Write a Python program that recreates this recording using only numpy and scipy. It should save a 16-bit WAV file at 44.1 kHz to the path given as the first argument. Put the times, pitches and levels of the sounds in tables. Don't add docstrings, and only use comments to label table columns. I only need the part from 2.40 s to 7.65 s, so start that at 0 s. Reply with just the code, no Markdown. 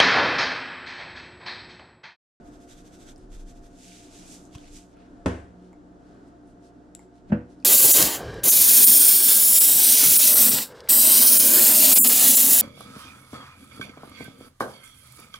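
import sys
import numpy as np
from scipy import signal
from scipy.fft import rfft, irfft
from scipy.io import wavfile
from scipy.ndimage import uniform_filter1d

SR = 44100
rng = np.random.default_rng(int(sys.argv[2]) if len(sys.argv) > 2 else 0)


def to_linear_factor(level_db):
    exponent = np.asarray(level_db, float) / 20
    return 10 ** exponent


def store_wav(level_fs):
    pcm = np.round(np.clip(np.atleast_2d(level_fs), -1, 1) * 32767)
    wavfile.write(sys.argv[1], SR, pcm.T.astype(np.int16))


N = 231436
T = np.arange(N) / SR
F = np.maximum(np.fft.rfftfreq(N, 1 / SR), 1)


def over_hz(table):
    hz, value = np.transpose(table)
    return np.interp(np.log(F), np.log(hz), value)


def over_time(table):
    s, *columns = np.transpose(table)
    lasting = 1. * ((T > s[0]) & (T < s[-1]))
    gate = uniform_filter1d(lasting, size=800)
    return gate, [np.interp(T, s, column) for column in columns]


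def shape(x, gain):
    y = irfft(rfft(x) * gain, N)
    return y / np.sqrt(np.mean(y ** 2))


def peak(hz, width):
    return 1 / (1 + 1j * (F ** 2 - hz ** 2) / (F * width))


def pan(db):
    return to_linear_factor(np.array([[db / 2], [-db / 2]]))


def walk(rate):
    hold = int(SR / rate)
    steps = np.repeat(rng.standard_normal(N // hold + 1), hold)
    return 1.06 * uniform_filter1d(uniform_filter1d(steps, hold), hold)[:N]


def swell(s, spread):
    return np.exp(-((T - s) / spread) ** 2 / 2)


# frequency in Hz, left-right correlation -1..1.
CORRELATION = [(60, 0.44), (130, 0.53), (290, 1), (640, 0.4), (1400, -0.32), (3090, 0.76), (6800, 0.076),
               (15000, -0.19)]


def pair(two):
    c = np.clip(over_hz(CORRELATION), -.99, .99)
    mid = rfft(two[0]) * np.sqrt((1 + c) / 2)
    side = rfft(two[1]) * np.sqrt((1 - c) / 2)
    return irfft(np.array([mid + side, mid - side]), N)


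def grains(share, spread_db):
    hit = rng.random((2, N)) < share
    size = to_linear_factor(spread_db * rng.exponential(size=(2, N)))
    return pair(hit * rng.standard_normal((2, N)) * size)


# frequency in Hz, gain in dB.
MICROPHONE_RESPONSE = [(12, -12), (40, 0), (9500, 0), (12000, -10), (15000, -20)]


def microphone_gain():
    return to_linear_factor(over_hz(MICROPHONE_RESPONSE))


MOTOR_HZ = 59.23
# multiple of MOTOR_HZ, mean level in dB rms.
MOTOR_TONES = [(1, -63), (2, -65.5), (5, -62), (8, -69.5), (9, -74.5), (10, -74.5), (15, -76)]
# frequency in Hz, width in Hz, level in dB rms.
CABINET_MODES = [(181.5, 8.2, -59), (257, 15.3, -60.5), (295.1, 20.3, -57.5), (368.9, 9.8, -62.5),
                 (694, 16.3, -62)]
# frequency in Hz, relative level in dB.
AIR_COLOUR = [(18, -23), (30, -19), (102, -8.5), (168, -8), (291, -1.5), (559, -14), (707, -9.5),
              (764, -15.5), (967, -20.5), (1470, -18.5), (2230, -34.5), (7610, -39.5), (10400, -49),
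              (13500, -60), (15400, -84)]
AIR_DB = -53
WHINE_HZ, WHINE_DB = 5566, -93.5


def fridge():
    tones = 0
    for multiple, db in MOTOR_TONES:
        level = to_linear_factor(db + 0.5 * walk(4.02)) * np.sqrt(2)
        tones = tones + level * np.sin(2 * np.pi * (multiple * MOTOR_HZ * T + rng.random()))
    noise = pair(rng.standard_normal((2, N)))
    cabinet = sum(to_linear_factor(db) * shape(noise, peak(hz, width) ** 2) for hz, width, db in CABINET_MODES)
    air_noise = shape(pair(rng.standard_normal((2, N))), to_linear_factor(over_hz(AIR_COLOUR)))
    air = to_linear_factor(AIR_DB + 2.13 * walk(4.594)) * air_noise
    whine = to_linear_factor(WHINE_DB + 2.8 * walk(3.33)) * np.sqrt(2) * np.sin(2 * np.pi * WHINE_HZ * T)
    return tones + cabinet + air + whine


# time in seconds, level in dB before the random jolts.
MOVEMENT = [(0.0, -58), (0.03, -48.5), (0.14, -47), (0.25, -75), (0.29, -51), (0.42, -47.5), (0.47, -62.5),
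            (0.86, -44.5), (1.34, -48.5), (1.4, -60), (2.03, -63), (2.37, -45), (2.48, -66), (2.82, -51.5),
            (3.0, -64), (4.79, -71), (4.92, -59), (5.25, -77)]
JOLT_DB, JOLTS_PER_S = 3, 12


def rumble():
    _, (db,) = over_time(MOVEMENT)
    one, other = rng.standard_normal((2, N))
    both = one + 0.1 * other * np.array([[1], [-1]])
    wobble = shape(both, peak(28.2, 16.0) ** 2) + 0.29 * shape(both, peak(60, 70) ** 2)
    return to_linear_factor(db + JOLT_DB * walk(JOLTS_PER_S)) * wobble


# centre in seconds, level in dB.
THROWS = [(.076, -65), (.148, -63), (.229, -61), (0.316, -53), (.390, -57.5), (.470, -59.5), (.548, -57.5),
          (.621, -56), (0.693, -52.5), (0.944, -56), (1.006, -60), (1.097, -57.5), (1.172, -64),
          (1.255, -61)]
# time in seconds, level of the high band in dB before flutter,
# level of the low band against it in dB.
SLIDING = [(1.3, -74, -4), (1.434, -57, -1.5), (1.63, -57.5, -2), (1.7, -65, -1), (1.762, -56.5, -1.5),
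           (1.856, -59, -4), (1.922, -49.5, -7), (2.068, -65.5, -13), (2.104, -74.5, -3),
           (2.156, -55.5, 2.5), (2.166, -66.5, -1), (2.246, -67, 5.5), (2.284, -61, 1.5),
           (2.302, -64.5, -3.5), (2.368, -51.5, -5), (2.49, -73.5, -10), (2.55, -77, 6)]
# frequency in Hz, relative level in dB.
SALT_COLOUR = [(880, -26), (1500, 2), (1770, -4.5), (2590, -4), (3300, -7.5), (6100, -1.5), (7640, -2),
               (13700, -17), (14700, -60), (15400, -62)]
# frequency in Hz, width in Hz, mean level in dB.
WALL_MODES = [(3500, 1040, -12.5), (6250, 540, -16.5), (7840, 290, -19)]
THROW_S = 0.023
WALL_DB, WALL_GROWTH = -2.5, 0.45


def salt():
    crystals = grains(.3, 1.15)
    colour = to_linear_factor(over_hz(SALT_COLOUR))
    wall = sum(to_linear_factor(db + 2.1 * walk(13.7)) * shape(crystals, peak(hz, width) ** 2)
               for hz, width, db in WALL_MODES)

    throws = np.sqrt(sum((to_linear_factor(db) * swell(s, THROW_S)) ** 2 for s, db in THROWS))
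    rings = throws * to_linear_factor(WALL_DB) * (throws * 1000 + 1e-9) ** WALL_GROWTH

    gate, (db, low_db) = over_time(SLIDING)
    high_band = F ** 4 / (F ** 4 + 4650.0 ** 4) / (1 + (F / 13800.0) ** 6)
    high = shape(crystals, colour * high_band) * to_linear_factor(1.7 * walk(30.54))
    low = shape(crystals, colour * np.abs(peak(2780, 2860)) ** 2) * to_linear_factor(1.3 * walk(29.74))
    stream = gate * to_linear_factor(db) * (high + to_linear_factor(low_db) * low + to_linear_factor(-6.5) * wall)
    return pan(-1.7) * (throws * shape(crystals, colour) + rings * wall + stream)


# start in seconds, level of the ring in dB, ring in Hz, left minus right in dB.
BRIGHT_TICKS = [(0.761, -47, 5270, 3), (.7800, -51.5, 8400, 8), (1.5195, -49, 2800, -11),
                (2.053, -48, 6850, 2.5), (2.1303, -50, 3220, -1), (2.151, -36.5, 3020, 1),
                (2.1830, -43, 3330, 2), (2.5705, -55, 2580, -6), (3.3303, -55, 7250, 4),
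                (4.0750, -59.5, 9700, -1), (4.5502, -27.5, 7620, 8.5), (4.5930, -45.5, 7450, 3),
                (5.2016, -54, 4780, 0), (5.2260, -55, 4810, .5)]
# start in seconds, starting level in dB,
# ring in Hz, left minus right in dB.
DULL_TAPS = [(1.5194, -50.5, 2370, -8), (2.151, -42, 1040, 5), (2.1830, -54, 1600, 2),
             (2.57, -54, 1360, -6), (2.8603, -12, 410, -2), (3.3303, -46, 880, 3), (3.331, -56.5, 2170, 5),
             (4.5930, -51, 2130, 4), (4.5935, -45.5, 850, 2), (5.2260, -56, 2520, .5)]
SNAP, TAP_T60_S = 0.45, .02


def ticks():
    length = 1024
    out, t = np.zeros((2, N + length)), T[:length]
    push = t / .0003 * np.exp(1 - t / .0003)
    for s, db, hz, pan_db in BRIGHT_TICKS:
        snap = np.diff(rng.standard_normal(length + 1))
        tick = (np.sin(2 * np.pi * hz * t) + SNAP * snap) * push
        out[:, int(s * SR):][:, :length] += pan(pan_db) * to_linear_factor(db) * tick
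    for s, db, hz, pan_db in DULL_TAPS:
        tap = to_linear_factor(db - 60 * t / TAP_T60_S) * np.sin(2 * np.pi * hz * t)
        out[:, int(s * SR):][:, :length] += pan(pan_db) * tap
    return irfft(rfft(out[:, :N]) * microphone_gain(), N)


# frequency in Hz, relative level in dB.
ECHO_COLOUR = [(150, -25.5), (500, -12), (1500, -1), (4000, -12), (9000, -10.5), (15000, -18)]


def room(x, t60, db):
    noise = shape(pair(rng.standard_normal((2, N))), to_linear_factor(over_hz(ECHO_COLOUR)))
    decay = to_linear_factor(-60 * T / t60) + to_linear_factor(9 - 60 * T / 0.057)
    tail = noise * decay * (T > .004)
    tail = tail[:, :SR // 2] / np.sqrt(np.sum(tail ** 2) / 2)
    mono = x.mean(axis=0)[None]
    return to_linear_factor(db) * signal.fftconvolve(mono, tail, axes=1)[:, :N]


# centre in seconds, level in dB, spread in seconds, centre in Hz.
STROKES = [(.81, -69.5, .05, 5060), (2.62, -65, 0.047, 1600), (3.26, -72, 0.044, 3630),
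           (3.7, -72.5, 0.053, 3500), (3.88, -74, .018, 6960), (4.09, -72.5, 0.029, 6940),
           (4.26, -65, 0.026, 5000), (4.62, -70, .028, 6000), (4.77, -71.5, .027, 3500),
           (4.897, -66, 0.014, 2490), (5.12, -67.5, .022, 4730), (5.21, -76, 0.032, 4950)]


def fingers():
    creak = shape(grains(.25, 1.9), microphone_gain())
    return sum(to_linear_factor(db) * swell(s, spread) * shape(creak, peak(hz, 2.0 * hz) ** 2)
               for s, db, spread, hz in STROKES)


# centre in seconds, peak in dB, spread in seconds.
PALM_CATCH = (2.1600, -32, .0023)


def thump(s, db, spread):
    u = (T - s) / spread
    return to_linear_factor(db) * (1 - u ** 2) * np.exp(-u ** 2 / 2)


def knock(blows, modes, colour, contact):
    rise, clatter_t60, crack_db, crack_t60, pan_db = contact
    body, loose = np.zeros(N), np.zeros((2, N))
    clatter = shape(pair(rng.standard_normal((2, N))), to_linear_factor(over_hz(colour)))
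    for s, db, clatter_db in blows:
        t = np.maximum(T - s, 0)
        ring = 0
        for k, (hz, mode_db, t60) in enumerate(modes):
            ring = ring + (-1) ** k * to_linear_factor(mode_db - 60 * t / t60) * np.sin(2 * np.pi * hz * t)
        body += to_linear_factor(db) * (1 - np.exp(-t / rise)) * ring
        fading = to_linear_factor(crack_db - 60 * t / crack_t60) + to_linear_factor(-60 * t / clatter_t60)
        loose += (1 - np.exp(-2 * t / rise)) * clatter * to_linear_factor(clatter_db) * fading
    return irfft(rfft(body + pan(pan_db) * loose) * microphone_gain(), N)


# start in seconds, level in dB, clatter in dB.
JAR_BLOWS = [(2.8597, -19.5, -31), (2.880, -35, -48)]
# frequency in Hz, relative level in dB, 60 dB decay in seconds.
COUNTER_MODES = [(74, -5.5, 0.52), (99, -8.5, 0.41), (183.7, -2, 0.22), (253.3, -3, 0.26),
                 (295, 3.5, 0.074), (382.2, -5, 0.18), (480.5, 2, 0.057), (494, -4, 0.12), (561, -1, 0.059),
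                 (652, -18.5, 0.067), (735, -23, 0.048), (860, -12, 0.066), (1070, -9, 0.056)]
# frequency in Hz, relative level in dB.
COUNTER_COLOUR = [(180, -21), (300, -3), (577, -10.5), (700, -13), (959, -14.5), (1250, -23), (1590, -18),
                  (4120, -35), (8050, -36.5), (15000, -52)]
# rise in seconds, clatter decay in seconds, crack over clatter in dB,
# crack decay in seconds, left minus right of crack and clatter in dB.
COUNTER_CONTACT = (0.0004, 0.43, 10, .036, 2.8)


def jar_set_down():
    return knock(JAR_BLOWS, COUNTER_MODES, COUNTER_COLOUR, COUNTER_CONTACT)


# start in seconds, level in dB, clatter in dB.
BOARD_BLOWS = [(4.899, -29, -54.5), (4.9192, -9.5, -33)]
# frequency in Hz, relative level in dB, 60 dB decay in seconds.
BOARD_MODES = [(75, -20.5, 0.35), (112.5, -15.5, 0.29), (159, -10.5, 0.17), (211, 3, 0.11),
               (241.3, -12.5, 0.33), (317, -17, 0.27), (489, -25, 0.405), (574.4, -16.5, 0.18),
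               (636, -37.5, 0.2)]
# frequency in Hz, relative level in dB.
BOARD_COLOUR = [(180, -33.5), (300, 3), (428, -8.5), (577, -8), (675, -8.5), (1260, -22), (1460, -14.5),
                (1800, -22.5), (2500, -25.5), (3800, -46.5), (9000, -59.5), (11700, -97), (19800, -120)]
# rise in seconds, clatter decay in seconds, crack over clatter in dB,
# crack decay in seconds, left minus right of crack and clatter in dB.
BOARD_CONTACT = (.0025, .28, 8, .07, -2)


def board_knock():
    return knock(BOARD_BLOWS, BOARD_MODES, BOARD_COLOUR, BOARD_CONTACT)


def scene():
    hits = ticks() + thump(*PALM_CATCH) + jar_set_down() + board_knock()
    echo = room(hits, t60=0.33, db=-8)
    return fridge() + rumble() + salt() + hits + echo + fingers()


def roll_off(x):
    return signal.sosfilt(signal.butter(12, 15550, fs=SR, output="sos"), x)


def record(dry):
    return roll_off(dry)


dry = scene()
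out = record(dry)
store_wav(out)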